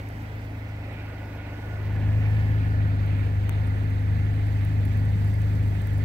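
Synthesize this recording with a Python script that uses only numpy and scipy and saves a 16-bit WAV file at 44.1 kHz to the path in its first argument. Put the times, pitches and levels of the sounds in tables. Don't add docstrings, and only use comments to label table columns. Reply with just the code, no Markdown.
import sys
import numpy as np
from scipy import signal
from scipy.fft import rfft, irfft, next_fast_len
from scipy.io import wavfile
from scipy.ndimage import map_coordinates

SR = 44100
rng = np.random.default_rng(int(sys.argv[2]) if len(sys.argv) > 2 else 0)


def wrap_up_sound(samples):
    columns = np.atleast_2d(samples).T
    tamed = np.clip(columns, -1, 1)
    steps = np.round(tamed * 32767).astype(np.int16)
    wavfile.write(sys.argv[1], SR, steps)


def invert_db(level):
    return 10 ** (np.asarray(level, dtype=float) / 20)


N = 266496


def rms_one(x):
    return x / np.sqrt(np.mean(x ** 2) + 1e-20)


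def in_time(rows):
    s, *columns = np.transpose(rows)
    return [np.interp(np.arange(N) / SR, s, c) for c in columns]


def at_hz(points, hz):
    point_hz, value = np.array(points)[:, 0], np.array(points)[:, 1]
    return np.interp(np.log(hz), np.log(np.maximum(point_hz, 1)), value)


def drift(rate_hz):
    r = np.exp(-80 * np.pi * rate_hz / SR)
    slow = signal.lfilter([1], [1, -2 * r, r * r], rng.standard_normal(N // 40 + 2002))[2000:]
    return np.interp(np.arange(N) / 40, np.arange(len(slow)), rms_one(slow))


def swell(s, half_s):
    return np.exp(-((np.arange(N) / SR - s) / max(half_s, .01)) ** 2)


def resonance(x, hz, width_hz):
    r = np.exp(-np.pi * width_hz / SR)
    return signal.lfilter([1, 0, -1], [1, -2 * r * np.cos(2 * np.pi * hz / SR), r * r], x)


def sides(pan_db):
    return invert_db(np.multiply.outer([.5, -.5], pan_db))


# (time [s], exhaust cycle rate [Hz], fourth order level [dB])
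IDLE_CYCLE = [(0.0, 25.86, -36), (0.15, 26.3, -35.5), (0.52, 26.35, -36), (1.33, 25.3, -37),
              (1.6, 25.52, -36), (1.7, 25.33, -33), (2.1, 25.97, -23), (2.3, 26.36, -23),
              (2.78, 25.68, -23), (3.11, 25.28, -24.5), (4.0, 25.42, -25.5), (4.14, 25.6, -23.5),
              (4.51, 25.64, -24.5), (4.76, 25.66, -23.5), (5.62, 25.67, -23.5), (5.68, 25.26, -24),
              (5.79, 25.35, -27), (6.04, 25.14, -23.5)]
# (order [per cycle], level re fourth in the open [dB], extra while tailpipe hidden [dB])
EXHAUST_ORDERS = [(1, -36, -2), (2, -10.5, 2.5), (3, -8, 1), (4, 1, -1), (5, -87, -10), (6, -15, 0.5),
                  (7, -22, 2.5), (8, -30, -8), (9, -28, 11), (10, -38.5, 14.5), (11, -29.5, 11.5)]
# (order [thirds], level re fourth [dB])
LOPE_ORDERS = [(8, -27), (10, -22), (14, -32), (16, -30)]
PUFF_STRENGTH = [0.99, 1, 1., .9]


def engine():
    cycle_hz, main_db = in_time(IDLE_CYCLE)
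    turn_rad = 2 * np.pi * np.cumsum(cycle_hz * (1 + 0.012 * drift(21.5))) / SR
    in_open = np.clip((main_db + 37.5) / 12, 0, 1)
    orders = [(k, db + hidden_db * (1 - in_open)) for k, db, hidden_db in EXHAUST_ORDERS]
    orders += [(k / 3, db) for k, db in LOPE_ORDERS]
    out = 0
    for k, level_db in orders:
        puffs_rad = np.angle(np.sum(PUFF_STRENGTH * np.exp(-.5j * np.pi * k * np.arange(4))))
        pipe_lag_rad = 0.2154 * (k - 4) ** 2 - 1.15
        unsteady_db = 0.28 * k * drift(30.0) + 0.71 * (k != 4) * drift(5.1)
        left_lead_rad = np.multiply.outer([1, 0], 0.16 * min(k - 2, 2) * in_open)
        tone = np.cos(k * turn_rad + puffs_rad - pipe_lag_rad + left_lead_rad)
        pan_db = (1.1 + 1.2 * (k == 2)) * in_open
        out = out + invert_db(level_db + unsteady_db) * tone * sides(pan_db)
    return np.sqrt(2) * invert_db(main_db) * out


# (frequency [Hz], width [Hz], level [dB], share of exhaust swell [ratio])
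PANELS = [
    (263.7, 3.8, -47.5, 0.5),
    (297.2, 11.4, -52, 0.045),
]


def body_hum():
    swell_db, out = in_time(IDLE_CYCLE)[1] + 24, 0
    for hz, width_hz, db, share in PANELS:
        steady = 1.17 * np.sin(2 * np.pi * hz * np.arange(N) / SR)
        wavering = 0.84 * rms_one(resonance(rng.standard_normal(N), hz, width_hz))
        out = out + invert_db(db + share * swell_db) * (steady + wavering)
    return out * sides(0.54)[:, None]


# (time [s], left lag behind right [ms])
TURN_LAG = [
    (0, 0.34),
    (1.25, 0.065),
    (1.75, 0.14),
    (2.25, -0.2),
    (2.75, -0.43),
    (3.2, -0.48),
    (6.04, -0.53),
]


def arrive(x, reach=1.):
    lag_samples = reach * in_time(TURN_LAG)[0] * SR / 1000
    left = map_coordinates(x, [np.arange(N) - lag_samples], order=3, mode="mirror")
    return np.array([left, x])


# (frequency [Hz], share common to both ports [ratio])
COMMON_SHARE = [(30, 0.47), (120, 1), (300, 0.62), (600, 0.81), (1300, 0.24), (3000, 0.49), (6000, 0.19),
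                (15000, 0.092)]
# (frequency [Hz], left [dB], right [dB])
FACING_AWAY = [(307, -1, -1.5), (900, 1, 1), (1590, 2, -1), (2380, -1, 1), (4600, -1, -3), (5570, 1, 1),
               (6300, -2, -2.5), (8240, -2, -3), (10000, -4.5, -3), (15200, -0.5, 3)]


def air_noise(left, right, low_hz, high_hz, patchy_db, flutter_hz, reach):
    size = next_fast_len(N, real=True)
    hz = np.maximum(np.fft.rfftfreq(size, 1 / SR), 1)
    common = np.clip(at_hz(COMMON_SHARE, hz), 0, 1)
    white = rfft(rng.standard_normal((3, size))) * (hz > low_hz) * (hz < high_hz)
    white = white * np.sqrt([common, 1 - common, 1 - common])
    band = np.floor(3 * np.log2(hz / low_hz))
    together, out = drift(flutter_hz / 4), 0
    for k in range(int(3 * np.log2(high_hz / low_hz)) + 1):
        flicker = invert_db(patchy_db * (.5 * together + drift(flutter_hz)))
        out = out + irfft(white * (band == k), size)[:, :N] * flicker
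    both = arrive(out[0], reach) + out[1:]
    after = rfft(both, size) * invert_db([at_hz(left, hz), at_hz(right, hz)])
    before = after * invert_db([at_hz(np.array(FACING_AWAY)[:, [0, side]], hz) for side in (1, 2)])
    turned = np.clip(.15 - 1.8 * in_time(TURN_LAG)[0], 0, 1)
    mix = turned * irfft(after, size)[:, :N] + (1 - turned) * irfft(before, size)[:, :N]
    return np.sqrt(SR / 2) * mix


# (time [s], hiss level [dB])
GUST_LEVEL = [(0.0, -36), (0.01, -52), (0.82, -52), (0.91, -47), (0.96, -51.5), (1.88, -48), (1.97, -47.5),
              (1.98, -46.5), (2.98, -47), (3.25, -45), (3.4, -49.5), (3.46, -45), (3.9, -49), (5.65, -48.5),
              (5.97, -49.5), (6.04, -48.5)]
# (time [s], sizzle level [dB])
FLURRY_LEVEL = [
    (0.1, -62.5),
    (0.63, -66.5),
    (1.27, -65),
    (2.41, -62.5),
    (2.75, -66.5),
    (4.9, -64),
    (5.29, -62),
    (6.04, -62),
]
# (frequency [Hz], density [dB per Hz])
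RUMBLE_COLOUR = [(20, -27), (42, -19), (65, -6.5), (120, 2.5), (170, -2), (250, -0.5), (330, -27),
                 (500, -23)]
# (frequency [Hz], density [dB per Hz])
LEFT_COLOUR = [(310, -67.5), (420, -71), (850, -73.5), (1080, -83), (1600, -82.5), (2300, -88),
               (3400, -93.5), (4700, -99), (7000, -102), (8050, -100), (8600, -105), (9300, -105),
               (13000, -100), (15500, -100)]
# (frequency [Hz], density [dB per Hz])
RIGHT_COLOUR = [(310, -71), (420, -70.5), (850, -74.5), (1080, -79.5), (1600, -78), (2150, -76.5),
                (3400, -87), (4700, -90.5), (5600, -100), (6250, -96.5), (7000, -101.5), (8100, -100),
                (9800, -108), (13000, -103), (15500, -107)]


def wind():
    gust_db, flurry_db = in_time(GUST_LEVEL)[0], in_time(FLURRY_LEVEL)[0]
    gust_db = gust_db - np.mean(gust_db)
    flurry_db = flurry_db - np.mean(flurry_db)
    port_gust_db = gust_db * np.array([[.55], [1]])
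    rumble_db = -38.5 + 0.74 * (in_time(IDLE_CYCLE)[1] + 23) + 1.4 * drift(1.4)
    rumble = air_noise(RUMBLE_COLOUR, RUMBLE_COLOUR, 27, 520, patchy_db=0.9, flutter_hz=10.97, reach=0.44)
    roar = air_noise(LEFT_COLOUR, RIGHT_COLOUR, 310, 1100, patchy_db=0.43, flutter_hz=6.5, reach=0.7)
    hiss = air_noise(LEFT_COLOUR, RIGHT_COLOUR, 1100, 4400, patchy_db=1.28, flutter_hz=28.0, reach=1.0)
    sizzle = air_noise(LEFT_COLOUR, RIGHT_COLOUR, 4400, 15900, patchy_db=1.02, flutter_hz=32.0, reach=0.97)
    storm = invert_db(0.57 * gust_db) * roar + invert_db(0.52 * port_gust_db) * hiss + invert_db(0.69 * flurry_db) * sizzle
    return invert_db(rumble_db) * rms_one(rumble) + invert_db(-1) * storm


# (time [s], peak [dB], left minus right [10 dB], cavity re peak [dB])
GRAIN_HITS = [(0.0874, -42.5, -11, -15), (0.5891, -53, 3.5, -18), (1.8537, -52, 3.5, -19),
              (2.8567, -55, 1.0, -23), (3.0619, -46, 7.0, -27), (3.4927, -30, 21.5, -15),
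              (3.6698, -46, 7.5, -22), (3.901, -48, 5.5, -16), (4.3897, -53, 7, -16),
              (4.4287, -51.5, 5.0, -25.5), (4.4687, -48, 7.0, -20), (4.519, -50, 4.0, -17),
              (4.6488, -37, 11.5, -32), (4.8518, -35, 17.0, -35), (4.9716, -38, 11.5, -27),
              (5.0513, -46, 6.0, -20), (5.246, -45, 6.0, -25), (5.2765, -48, 4.0, -17),
              (5.2979, -46, 5.0, -18), (5.3398, -44, -1.5, -20), (5.4179, -46, 0, -16),
              (5.676, -47, 6.5, -21), (5.7488, -51, 5.5, -18), (5.7959, -51, 4.0, -16),
              (5.818, -43, 7.0, -17), (5.8706, -37, 12.5, -23), (5.9323, -45, 6.0, -28),
              (5.9793, -44, -0.5, -27)]


def snow_grains():
    s, peak_db, pan_db, cavity_db = np.transpose(GRAIN_HITS)
    at = ((s + .0012) * SR).astype(int)
    near = invert_db(peak_db + np.minimum(np.multiply.outer([1, -1], 10.0 * pan_db), 0))
    flurry_db = in_time(FLURRY_LEVEL)[0] - np.mean(FLURRY_LEVEL, axis=0)[1]
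    fine_per_s = 60. * invert_db(3.2 * flurry_db)
    fine_hits = rng.random((2, N)) < fine_per_s / SR
    fine_db = -58 + 3.1 * np.minimum(rng.exponential(1, (2, N)), 4)
    hits = fine_hits * invert_db(fine_db) * invert_db([[0], [-8]])
    rings, push = np.full((2, 2, N), 1e-18)
    hits[:, at] += near * invert_db(5.0)
    rings[:, at] += near * invert_db(cavity_db - 11.5)
    push[:, at] -= near * invert_db(30.5) * (peak_db > -31.5)
    fall = invert_db(-60 / (0.0051 * SR))
    crunch = signal.lfilter([1], [1, -fall], hits + 1e-18)
    crunch = crunch * rng.choice([-1, 1], (2, N)) * rng.uniform(0.29, 2.07, (2, N))
    crunch = signal.sosfilt(signal.butter(6, 9200, "high", fs=SR, output="sos"), crunch)
    cavity = 1.4 * resonance(resonance(rings, 9050, 710), 8000, 700)
    cavity += 0.63 * resonance(resonance(rings, 6350, 700), 6320, 700)
    membrane = signal.sosfilt(signal.butter(4, 2600, fs=SR, output="sos"), push)
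    return crunch + cavity + membrane


# (time [s], level [dB])
PRESSURE_LUMPS = [(0.0, -61), (.35, -51), (.62, -59), (1.87, -61), (2.61, -62), (2.79, -56), (3.09, -54),
                  (3.45, -59), (4.08, -52), (4.58, -41), (5.01, -44), (5.2, -51), (5.62, -48), (6.04, -54)]


def port_thumps():
    bass = signal.butter(2, [9, 43], "band", fs=SR, output="sos")
    lumps = signal.sosfilt(bass, rng.standard_normal((2, N)))
    lull = invert_db(-82 + 1 * np.arange(N) / SR)
    level = lull + sum(invert_db(db) * swell(s, half_s=0.035) for s, db in PRESSURE_LUMPS)
    return level * rms_one(lumps) * sides(4.1)[:, None]


# (frequency [Hz], width [Hz], left minus right [dB], resting level [dB])
WHISTLE_TONES = [
    (1460, 65, -5, -59),
    (1740, 160, -17, -60),
    (1995, 284, -12, -58),
    (2320, 670, -9.5, -67),
]
# (time [s], rise [dB], half length [s])
WHISTLE_FLARES = [
    [(1.6, 5.5, 0.43), (2.8, 9, 0.32), (3.6, 5.5, 0.27)],
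    [(.6, -11, 0.99), (2.3, 6.5, 0.49), (3.7, 2, 0.11), (4.15, 2.5, 0.12), (5.5, 0, 0.22)],
    [(1.4, 0, 0.22), (2.3, 1, 0.14), (4.56, 1.5, 0.97)],
    [(0.986, 14.5, 0.12), (1.44, 12.5, 0.14), (2.18, 11, .15), (2.44, 12, .2), (3.193, 13.5, .17),
     (4.8, 6.5, .2)],
]


def whistles():
    out = 0
    for (hz, width_hz, pan_db, rest_db), flares in zip(WHISTLE_TONES, WHISTLE_FLARES):
        db = rest_db + sum(rise_db * swell(s, half_s) for s, rise_db, half_s in flares)
        tone = rms_one(resonance(resonance(rng.standard_normal(N), hz, width_hz), hz, width_hz))
        out = out + arrive(tone * invert_db(db), reach=0.83) * sides(pan_db)[:, None]
    return out


def far_whine():
    from_s, to_s, fade_db_per_s = .6, 2.42, 40
    t = np.arange(N) / SR
    outside_s = np.maximum(np.maximum(from_s - t, 4.0 * (t - to_s)), 0)
    db = -69 - fade_db_per_s * outside_s
    whine_hz = 2630 + 85 * t + 14.0 * drift(25.0)
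    tone = np.sin(2 * np.pi * np.cumsum(whine_hz) / SR)
    return invert_db(db + 2.5 * drift(7.0)) * tone * invert_db([[0], [-5]])


def scene():
    return engine() + body_hum() + wind() + snow_grains() + port_thumps() + whistles() + far_whine()


def roll_off(x):
    return signal.sosfilt(signal.butter(12, 16750, fs=SR, output="sos"), x)


def record(dry):
    cut = signal.sosfilt(signal.butter(1, 12, "high", fs=SR, output="sos"), dry)
    cut = signal.sosfilt(signal.ellip(8, .3, 38, 15750, fs=SR, output="sos"), cut)
    return roll_off(cut)


dry = scene()
out = record(dry)
wrap_up_sound(out)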